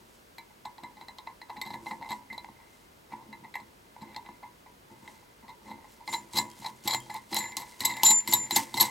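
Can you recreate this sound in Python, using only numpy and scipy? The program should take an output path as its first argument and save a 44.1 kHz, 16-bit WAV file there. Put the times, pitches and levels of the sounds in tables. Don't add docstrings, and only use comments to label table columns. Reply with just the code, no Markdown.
import sys
import numpy as np
from scipy import signal
from scipy.fft import rfft, irfft, next_fast_len
from scipy.io import wavfile
from scipy.ndimage import uniform_filter1d

SR = 44100
rng = np.random.default_rng(int(sys.argv[2]) if len(sys.argv) > 2 else 0)


def boost_factor(decibels):
    exponent = np.asarray(decibels, float) / 20
    return 10 ** exponent


def dump(signal):
    limited = np.clip(np.atleast_2d(signal).T, -1, 1)
    pcm = np.round(limited * 32767).astype(np.int16)
    wavfile.write(sys.argv[1], SR, pcm)


N = 392486

# (flicked [s], gripped [s], ring level [dB], rise [s])
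FREE_SPINS = [
    (6.085, 6.19, -41, 0.02),
    (6.383, 6.398, -26.5, .02),
    (6.892, 6.984, -37, .01),
    (7.103, 7.146, -56, .01),
    (7.353, 7.512, -38, 0.011),
    (7.85, 8.016, -44, .005),
    (8.047, 8.196, -14.5, 0.0025),
    (8.286, 8.455, -24.5, 0.049),
    (8.515, 8.553, -29.5, 0.012),
    (8.805, 8.83, -46, .005),
]
# (frequency [Hz], level [dB], T60 [s])
HOUSING_MODES = [(108.3, -6.5, 0.17), (124.5, -6.5, 0.34), (214.8, 2.5, 0.19), (274.5, -5, 0.22),
                 (341.4, 1, 0.2), (517.4, -3, 0.11), (640, -7, 0.1)]
DRUM_MODES = [(756, -13, 0.08), (808, -10, 0.08), (851, 0.3, 0.089), (898, -0.5, 0.13), (917.8, 1, 0.13),
              (977, -5.5, 0.22), (1050, -6.5, 0.19)]
ROD_BEND_MODES = [(1728, -9, 0.17), (1936, -5, 0.14), (2025, 3.5, 0.081), (2071, 3, 0.13),
                  (2290, -7.5, 0.095), (2696, -10.5, 0.047)]
ROD_OVERTONE_MODES = [(3300, -8, .03), (3715, -10, .08), (3930, -5, .035), (4012, -4, .095),
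                      (4160, -4, .04), (4320, -6, .03), (4960, -9, .025)]
NUT_MODES = [(5555, -9, 0.06), (6560, -2, 0.045), (7009, -14, .1), (7435, -4, 0.04), (7695, 3, 0.085),
             (9002, -13, 0.063), (11426, 4.5, 0.065), (14040, -9, 0.015)]
# (frequency [Hz], level [dB])
CRACK_SPECTRUM = [(300, -53), (700, -29), (1400, -22), (2800, -1), (4500, 3), (7000, -2), (11000, -5),
                  (15500, -6)]
# (frequency [Hz], level [dB])
GLOVE_SPECTRUM = [(1000, -0.5), (3000, 7.5), (8000, 9), (15500, -3)]
# (frequency [Hz], density [dB per Hz])
AIR_SPECTRUM = [(17, -36), (40, -1.5), (174, -3), (426, -4.5), (512, -6.5), (721, -10.5), (9460, -23),
                (16000, -24)]
# (frequency [Hz], side minus mid [dB])
AIR_WIDTH = [(60, -16), (300, -4), (1000, 6), (2400, 0), (5000, -2), (9000, -19)]
# (time [s], level [dB], centre [Hz])
GLOVE_SNAPS = [(2.446, -31.5, 2200), (5.92, -50, 13500), (5.94, -49, 13500), (6.117, -36, 9000),
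               (6.334, -32, 9000), (6.602, -38, 10000), (6.842, -38, 12000), (7.855, -18, 13000),
               (8.78, -26, 13500), (8.808, -17, 13500), (6.501, -36, 8000), (6.515, -34, 6000),
               (6.589, -41, 9000), (7.003, -34, 11000), (7.143, -30, 12000), (7.345, -15, 12400),
               (7.521, -34, 4000), (8.205, -25, 4430), (8.315, -19, 11500), (8.775, -24, 7000)]
# (time [s], level [dB])
CHIMES = [
    (6.5, -60),
    (7.003, -52),
]
# (time [s], strength [dB], rod bending share [dB], hardness [dB], nut freedom [dB])
THREAD_TICKS = [(.382, -40, 5, -6, 9), (.78, -44, -5.5, -6, -3), (1.083, -40, -7, -7, 1.5),
                (1.184, -46, -5, .5, -15), (1.415, -43, 5, .5, -7), (1.614, -36, 3, 6.5, -3),
                (2.3, -53, 13, -14, 25), (2.378, -39, -6.5, 1.5, -4), (3.327, -43.5, 2.5, -10, 1.5),
                (3.54, -42, 9, -3.5, -1.5), (3.554, -34, 5, -11, 12), (4.145, -53, 6.5, 2.5, -11),
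                (4.162, -34, -6.5, -1.5, -13), (4.261, -45, 2.5, -10.5, -3), (5.076, -49, 3, -2.5, 3)]
# (time [s], strength [dB], rod bending share [dB], hardness [dB], nut freedom [dB])
FINGER_LANDINGS = [
    (6.076, -33, -4.5, -3, -9),
    (6.334, -40.5, -3, -3, 4),
    (6.946, -25.5, -4, 1.5, 1.5),
    (7.521, -59, 16, 5, .3),
    (7.568, -30, -11, 1, 14),
    (7.805, -38.5, 4.5, 11.5, 6.5),
    (8.033, -21, -16, 4, 8),
    (8.275, -34, .5, 5, 9),
    (8.508, -32, 1, 7, 0),
    (8.741, -31, -7, 5, 0),
]
# (time [s], strength [dB], rod bending share [dB], hardness [dB], nut freedom [dB])
FLANK_SLAPS = [(6.936, -33, -4, 6, 0), (7.103, -38, -8, -6, 0), (7.367, -36, 0, 9, 3),
               (7.405, -42, 8, 0, 3), (7.44, -49, 7, 2, 10), (7.455, -45, 8, 0, 3), (7.812, -42, 9, 0, 0),
               (7.895, -42, 10, 2, 5), (7.92, -44, 9, 4, 5), (7.937, -46, 8, 4, 5), (7.968, -42, 9, 4, 8),
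               (7.995, -46, 10, 0, 5), (8.326, -32, -4, 8, 5), (8.337, -36, -2, 8, 0),
               (8.563, -28, -4, 8, 5), (8.774, -35, -4, 6, 3), (.97, -52, 0, -6, 0), (2.6, -54, 2, -12, 0),
               (3.13, -46, 4, -10, 0), (3.445, -53, 5, -10, 0)]
# (time [s], build-up [ms], strength [dB], hardness [dB])
SEEKING_SCRAPES = [(.495, 8, -55, -15), (.65, 5.5, -35.5, -7.5), (.829, 6.3, -34.5, -12),
                   (.949, 15.6, -56, -4), (1.006, 6, -44, -6), (1.265, 7.6, -38.5, -13),
                   (1.3, 1.6, -48, -13), (1.485, 16, -38, -12), (1.56, 11, -38, -12),
                   (1.652, 17.2, -35.5, -5), (1.695, 15.7, -38.5, -5), (1.73, 10.1, -35.5, -7.5),
                   (1.86, 5.1, -32.5, -13), (1.907, 4.6, -27, -15), (2.002, 27.5, -36, -17),
                   (2.054, 4.9, -39, -16), (2.089, 26.8, -28.5, -7), (2.325, 4, -42, -3),
                   (2.443, 1.9, -43, -18), (2.485, 2.6, -46, -20), (2.585, 6.3, -56, -15),
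                   (3.104, 21.2, -37, -18.5), (3.221, 4.1, -50, -27), (3.432, 14.7, -43, -22),
                      (3.598, 3.15, -45, -6.5), (3.96, 4.2, -46, -25), (4.01, 12.2, -38, -6.5),
                      (4.25, 1.7, -50, -19), (4.286, 4, -42.5, -18), (4.426, 5.8, -38, -20),
                      (4.66, 2.9, -48, -20), (4.901, 6.1, -51, -31), (5.224, 2.8, -55, -22),
                      (5.42, 20.1, -49.5, -22), (5.475, 17.8, -39, -9), (5.656, 2.5, -48, -11),
                      (5.67, 32.6, -37.5, -10), (5.841, 3.4, -50, -27), (5.995, 14.8, -47.5, -22)]
# (time [s], build-up [ms], strength [dB], hardness [dB], nut freedom [dB])
RACE_SCRAPES = [(6.088, 5, -36, -12, 0), (6.124, 4, -33, 2, -8), (6.131, 9, -30, 2, -3),
                (6.345, 6, -41, 0, -3), (6.352, 7, -31, 4.5, 0), (6.368, 6, -27, 5.5, -2),
                (6.381, 5, -25, 4.5, 0), (6.617, 14, -42, -4, 0), (6.642, 7, -34, -6, -6),
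                (6.657, 8, -33, -1, -6), (6.858, 9, -37, -5, 0), (6.874, 5, -26, 6, 1),
                (6.894, 16, -28.5, 5, -2), (6.928, 8.1, -28.5, .3, 0), (7.054, 11, -47, -12, 0),
                (7.096, 4, -31, -9, 0), (7.128, 19, -35.5, -10, 0), (7.16, 3.4, -37, -7, 0),
                (7.309, 8, -48, -8, -5), (7.325, 5, -29, 2, -12), (7.348, 3.9, -32.5, 2.5, -5),
                (7.362, 4, -31, 5, 5), (7.383, 5, -34, 3, 9), (7.4, 24, -36, -.5, 4),
                (7.59, 24, -35, -6, 8), (7.832, 5, -36, 0, -5), (7.849, 3.5, -27.5, 8, 7),
                (7.885, 22, -37, 1, 5), (8.049, 10, -33, 11, 5), (8.062, 4, -33, 7, 12),
                (8.082, 6, -28.5, 2, 5), (8.098, 10.1, -24.5, .5, 11), (8.32, 5.1, -30.5, 4, 8),
                (8.33, 7, -25.5, 5, 4), (8.558, 6.5, -22, 4.5, 5), (8.766, 6, -31, -1.5, 0),
                (8.777, 6, -38, 1, 9), (8.797, 3.5, -30, 7, 3), (8.803, 7, -26, 8.5, 3),
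                (8.845, 8, -36, 4, 7)]
# (time [s], shove [dB], time to ease 20 dB [s], finger slide [dB], nut wobble [dB])
HAND_TWISTS = [(.01, -56, .15, -75, -76), (.82, -54, .9, -80, -67), (1.55, -55, .3, -74, -68),
               (1.73, -40, .2, -66, -66), (1.89, -45, .5, -61, -66), (2.12, -42, .15, -62, -67),
               (2.33, -48, .3, -76, -60), (3.13, -47, .8, -73, -69), (3.58, -58, .35, -76, -68),
               (4.03, -47, .3, -79, -60), (4.3, -60, .9, -82, -70), (4.92, -53, .4, -74, -68),
               (5.06, -48, .22, -69, -63), (5.68, -45, .3, -70, -63)]
# (time [s], shove [dB], time to ease 20 dB [s], finger slide [dB], nut wobble [dB])
HAND_FLICKS = [(6.09, -48, .3, -55, -60), (6.13, -46, .35, -48, -64), (6.345, -36, .2, -51, -58),
               (6.37, -33, .16, -44, -55), (6.67, -50, .3, -56, -62), (6.86, -39, .3, -51, -57),
               (7.11, -52, .4, -60, -60), (7.16, -53, .4, -58, -64), (7.325, -37, .3, -50, -50),
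               (7.365, -39, .3, -46, -45), (7.6, -49, .4, -56, -59), (7.815, -42, .3, -49, -48),
               (7.855, -40.5, .4, -46, -37), (8.055, -44, .6, -39, -50), (8.29, -39, .3, -46, -48),
               (8.34, -38, .3, -44, -44), (8.52, -40, .3, -47, -55), (8.57, -30, .1, -36, -48),
               (8.76, -34, .3, -48, -55), (8.82, -33.5, .1, -37.5, -40)]
# (time [s], glove rustle [dB])
HAND_RETURNS = [(.15, -71), (2.75, -72), (5.1, -67), (5.92, -69), (6.23, -68), (6.52, -67), (6.62, -61),
                (6.77, -69), (7.03, -64), (7.22, -69), (7.48, -66), (7.7, -61), (7.97, -62), (8.2, -64),
                (8.45, -62), (8.69, -60)]
# (time [s], main mode [dB], upper mode re main [dB], rocking
# re main [dB])
HOUSING_JOLTS = [(0.577, -60, -7, -11), (0.829, -51, -6, -10), (1.576, -46, -18, -22),
                 (1.661, -48, -8, -13), (1.707, -44, -4, -11), (1.918, -43, -4, -24),
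                 (2.005, -48, -3, -14), (2.104, -44, -5, -13), (2.304, -52, -13, -12),
                 (2.494, -51, -10, -13), (3.131, -43, -6, -25), (3.288, -49, -11, -17),
                 (3.427, -50, -10, -15), (3.619, -55, -15, -14), (4.021, -42, -16, -23),
                 (4.164, -52, -6, -13), (4.293, -48, -8, -19), (4.718, -56, -11, -13),
                 (4.911, -54, -3, -11), (5.025, -49, -13, -15), (5.433, -56, -6, -12),
                 (5.706, -41, -13, -25),
                 (6.097, -51, 0, -6), (6.199, -54, -1, -8), (6.344, -40, -2, -8), (6.419, -49, -1, -2),
                  (6.598, -49, -12, -7), (6.659, -50, -11, -9), (6.854, -43, 0, -4), (6.949, -46, -4, -6),
                  (7.099, -56, -2, -3), (7.32, -42, -1, -9), (7.399, -44, -9, -7), (7.572, -46, -8, -9),
                  (7.813, -43, -3, -9), (7.881, -50, 3, -5), (8.034, -51, 9, 0), (8.1, -39, -3, -13),
                  (8.287, -41, -1, -8), (8.336, -41, 2, -9), (8.524, -40, 1, -11), (8.565, -35, 0, -25),
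                  (8.745, -37, -5, -11), (8.809, -37, -2, -16)]

SIDES = np.array([[1], [-1]])
TOP_HZ = 15900


def touches():
    tick_s, tick_db, tick_rod_db, tick_hard_db, tick_free_db = np.transpose(
        THREAD_TICKS + FINGER_LANDINGS + FLANK_SLAPS)
    tick_ms, landing_ms = 1.1, 0.55
    landing = np.arange(len(tick_s)) >= len(THREAD_TICKS)
    tick_build_ms = np.where(landing, landing_ms, tick_ms)

    seeking = [(*row, 0) for row in SEEKING_SCRAPES]
    scrape_s, scrape_build_ms, scrape_db, scrape_hard_db, scrape_free_db = np.transpose(seeking + RACE_SCRAPES)
    scrape_rod_db = -5 + 0.18 * scrape_hard_db

    start_s = np.r_[tick_s, scrape_s]
    build_ms = np.r_[tick_build_ms, scrape_build_ms]
    drum_db = np.r_[tick_db, scrape_db]
    rod_db = drum_db + np.r_[tick_rod_db, scrape_rod_db]
    overtone_db = drum_db + np.r_[tick_hard_db, scrape_hard_db]
    nut_db = -50.5 + 1.4 * (overtone_db + 40) + np.r_[tick_free_db, scrape_free_db]
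    return start_s, build_ms, drum_db, rod_db, overtone_db, nut_db


def knocks():
    start_s, build_ms, drum_db, rod_db, overtone_db, nut_db = (c[:, None] for c in touches())
    count = 14
    place, size = np.moveaxis(rng.random((len(start_s), count, 2)), -1, 0)
    late = 2.5 * (np.arange(count) + place) / count
    at = ((start_s + late * np.maximum(build_ms, 0.1) / 1000) * SR).astype(int)

    swell_db = -12.0 * np.maximum(1 - late, 0) - 18.6 * np.maximum(late - 1, 0)
    swell_db = swell_db + 11.0 * (size ** 2 - 0.4)
    swell_db = swell_db + 0.033 * build_ms

    tight = np.exp(-build_ms / 0.9)
    crack_db = 10 * np.log10(boost_factor(2 * nut_db) + boost_factor(2 * overtone_db - 12)) + 7 * tight
    parts = (at, drum_db - 4.5 + swell_db, rod_db - 4 + swell_db, overtone_db - 3 + swell_db,
             nut_db - 5 - 8.5 * tight + swell_db, crack_db - 9.5 + swell_db)
    return [part.ravel() for part in parts]


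def rattle(drum_db, bend_db, bright_db):
    place, size = rng.random((5000, 2)).T
    at = (place * (N - 1)).astype(int)
    spread_db = np.minimum(-4.0 * np.log(1 - size), 14)
    high_db = bright_db[at] + spread_db
    nut_db = high_db - 10 + 0.21 * (bright_db[at] + 42)
    return at, drum_db[at] + spread_db - 12, bend_db[at] + spread_db - 11.5, high_db - 10, nut_db, high_db - 11


def contacts(at, drum_db, bend_db, overtone_db, nut_db, crack_db):
    drum = above(ring(at, boost_factor(drum_db), DRUM_MODES, 1.27, rough_db=3.2), 460)
    bend = above(ring(at, boost_factor(bend_db), ROD_BEND_MODES, 3.2, rough_db=3.5), 1950)
    overtones = ring(at, boost_factor(overtone_db), ROD_OVERTONE_MODES, 3.5, rough_db=3.0)
    nut = ring(at, boost_factor(nut_db), NUT_MODES, 4.0)
    return drum + bend, above(overtones + nut, 3160) + crack(at, boost_factor(crack_db + 3.5))


def ring(at, size, modes, scatter_db, rough_db=2.0):
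    chance = rng.standard_normal((len(at), len(modes), 2))
    total = np.sqrt(sum(boost_factor(db) ** 2 for _, db, _ in modes))
    rough = boost_factor(rough_db * np.clip(slow_noise(150), -3, 1.5))
    out = np.zeros(N)
    for k, (hz, db, t60_s) in enumerate(modes):
        blow = size * boost_factor(scatter_db * chance[:, k, 0]) * np.sign(chance[:, k, 1])
        push = np.bincount(at, blow, minlength=N)
        r = np.exp(-np.log(1000) / (t60_s * SR))
        w = 2 * np.pi * hz / SR
        mode = signal.lfilter([0, r * np.sin(w)], [1, -2 * r * np.cos(w), r * r], push)
        out += boost_factor(db) / total * mode * np.roll(rough, k * SR)
    return out


def crack(at, size):
    push = np.zeros(N)
    np.add.at(push, at, size ** 2)
    power = fade(push, 0.0059) + boost_factor(-30) * fade(push, 0.073)
    return colour(np.sqrt(power) * rng.standard_normal(N), CRACK_SPECTRUM)


def nut_ring(t):
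    ring_hz, free_t60_s, grip_t60_s = 7163, 0.9, 0.05
    left_db, left_t60_s = -18, 0.35
    slow = t[::16]
    shape = np.zeros(len(slow))
    for flick_s, grip_s, db, rise_s in FREE_SPINS:
        free = np.clip(slow, flick_s, grip_s) - flick_s
        held = np.maximum(slow - grip_s, 0)
        remainder = boost_factor(left_db - 60 * held / left_t60_s) * (held > 0)
        choke = boost_factor(-60 * held / grip_t60_s) + remainder
        spin = boost_factor(db + 3 - 60 * free / free_t60_s) * (1 - np.exp(-free / rise_s))
        shape = np.maximum(shape, spin * choke)
    flutter = boost_factor(0.6 * slow_noise(300))
    return np.interp(t, slow, shape) * flutter * np.sin(2 * np.pi * ring_hz * t)


def housing(at, drum_db, push_db):
    shake = (rng.random(1800) * (N - 1)).astype(int)
    size = np.concatenate([boost_factor(push_db[shake] - 11), boost_factor(drum_db - 21)])
    rung = ring(np.concatenate([shake, at]), size, HOUSING_MODES, 4.0, rough_db=0.6)
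    return above(above(rung, 75), 75)


def jolts():
    s, main_db, upper_db, rocking_db = np.transpose(HOUSING_JOLTS)
    at = (s * SR).astype(int)
    rocking_modes = [(128, 0, 0.7), (106, -4, 0.2)]  # Hz, dB, T60 s
    shares = [(HOUSING_MODES[2:4], main_db + 1.5),
              (HOUSING_MODES[4:5], main_db + upper_db + 3),
              (rocking_modes, main_db + rocking_db + 2.5)]
    rung = sum(ring(at, boost_factor(db), modes, 1.5, rough_db=1.5) for modes, db in shares)
    return above(uniform_filter1d(rung, size=40), 70)


def hand(t, moves, rise_s, slide_s, run_s):
    s, shove_db, ease_s, slide_db, wobble_db = (c[:, None] for c in np.transpose(moves))
    before_db = 20 * np.maximum(s - t, 0) / rise_s
    after = 20 * np.maximum(t - s, 0)
    shapes = (shove_db - before_db - after / ease_s,
              slide_db - before_db - after / slide_s,
              wobble_db - before_db - after / run_s)
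    return np.array([shape.max(axis=0) for shape in shapes])


def gestures(t):
    slow = t[::128]
    twist = hand(slow, HAND_TWISTS, rise_s=0.12, slide_s=0.13, run_s=0.9)
    flick = hand(slow, HAND_FLICKS, rise_s=0.035, slide_s=0.08, run_s=0.6)
    floor_db = [[-78], [-82], [-80]]
    shove_db, slide_db, wobble_db = np.maximum(np.maximum(twist, flick), floor_db)
    s, return_db = (c[:, None] for c in np.transpose(HAND_RETURNS))
    return_s = 0.22
    slide_db = np.maximum(slide_db, (return_db - 20 * abs(slow - s) / return_s).max(axis=0))
    return [np.interp(t, slow, curve) for curve in (shove_db, slide_db, wobble_db)]


def glove(rustle_db):
    grain = boost_factor(3.6 * unit(uniform_filter1d(rng.standard_normal(N), size=40)))
    mid, side = (unit(colour(grain * rng.standard_normal(N), GLOVE_SPECTRUM)) for _ in range(2))
    out = boost_factor(rustle_db + 7) * (mid + boost_factor(-26) * side * SIDES)
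    t = np.arange(200) / SR
    for s, db, hz in GLOVE_SNAPS:
        band = signal.butter(1, [0.6 * hz, min(1.2 * hz, TOP_HZ)], "band", fs=SR, output="sos")
        mid, side = signal.sosfilt(band, rng.standard_normal((2, len(t))) * boost_factor(-60 * t / 0.0062))
        start = int(s * SR)
        out[:, start:start + len(t)] += boost_factor(db) * (mid + 0.5 * side * SIDES)
    return out


def chime():
    s, db = np.transpose(CHIMES)
    return ring((s * SR).astype(int), boost_factor(db), [(3200, 0, 0.3)], 0, rough_db=4.0)


def room(x, t60_s, wet_db):
    t = np.arange(int(t60_s * SR)) / SR
    tail = rng.standard_normal((2, len(t))) * boost_factor(-60 * t / t60_s) * (t > 0.003)
    tail = tail / np.sqrt(np.sum(tail[0] ** 2))
    return boost_factor(wet_db) * signal.oaconvolve(x[None], tail, axes=1)[:, :N]


def air():
    mid, side = (colour(rng.standard_normal(N), AIR_SPECTRUM) for _ in range(2))
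    gain = boost_factor(-59.5) / np.sqrt(np.mean(mid ** 2))
    return gain * (mid + SIDES * colour(side, AIR_WIDTH))


def colour(x, points):
    hz, db = np.transpose(points)
    size = next_fast_len(N, real=True)
    f = np.maximum(np.arange(size // 2 + 1) * SR / size, 1)
    gain = boost_factor(np.interp(np.log(f), np.log(hz), db))
    return irfft(rfft(x, size) * gain, size)[:N]


def slow_noise(samples):
    return unit(uniform_filter1d(uniform_filter1d(rng.standard_normal(N), size=samples), size=samples))


def unit(x):
    return x / np.sqrt(np.mean(x ** 2))


def fade(x, t60_s):
    return signal.lfilter([1], [1, -np.exp(-np.log(1000) / (t60_s * SR))], x)


def above(x, hz):
    return signal.sosfilt(signal.butter(2, hz, "high", fs=SR, output="sos"), x)


def scene():
    t = np.arange(N) / SR
    push_db, rustle_db, bend_db = gestures(t)
    drum_db = np.maximum(push_db - 8, bend_db - 3)
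    bright_db = bend_db - 11 - 0.15 * (bend_db + 55)
    blows = knocks()
    rattles = rattle(drum_db, bend_db, bright_db)
    soft, bright = contacts(*(np.concatenate(pair) for pair in zip(blows, rattles)))
    at, knock_drum_db = blows[:2]
    soft = soft + housing(at, knock_drum_db, push_db) + jolts()
    bright = bright + nut_ring(t) + chime()
    side = 0.29 * np.gradient(soft) + 0.095 * bright
    near = soft + bright + SIDES * side
    return near + room(soft, 0.27, -14) + room(bright, 0.13, -20) + glove(rustle_db) + air()


def top_cut(x):
    return signal.sosfilt(signal.butter(12, 16800, fs=SR, output="sos"), x)


def record(dry):
    rounded = 0.7 * np.tanh(dry / 0.7)
    low_pass = signal.ellip(7, 0.2, 55, TOP_HZ, fs=SR, output="sos")
    mix = signal.sosfilt(low_pass, rounded)
    return top_cut(mix)


dry = scene()
out = record(dry)
dump(out)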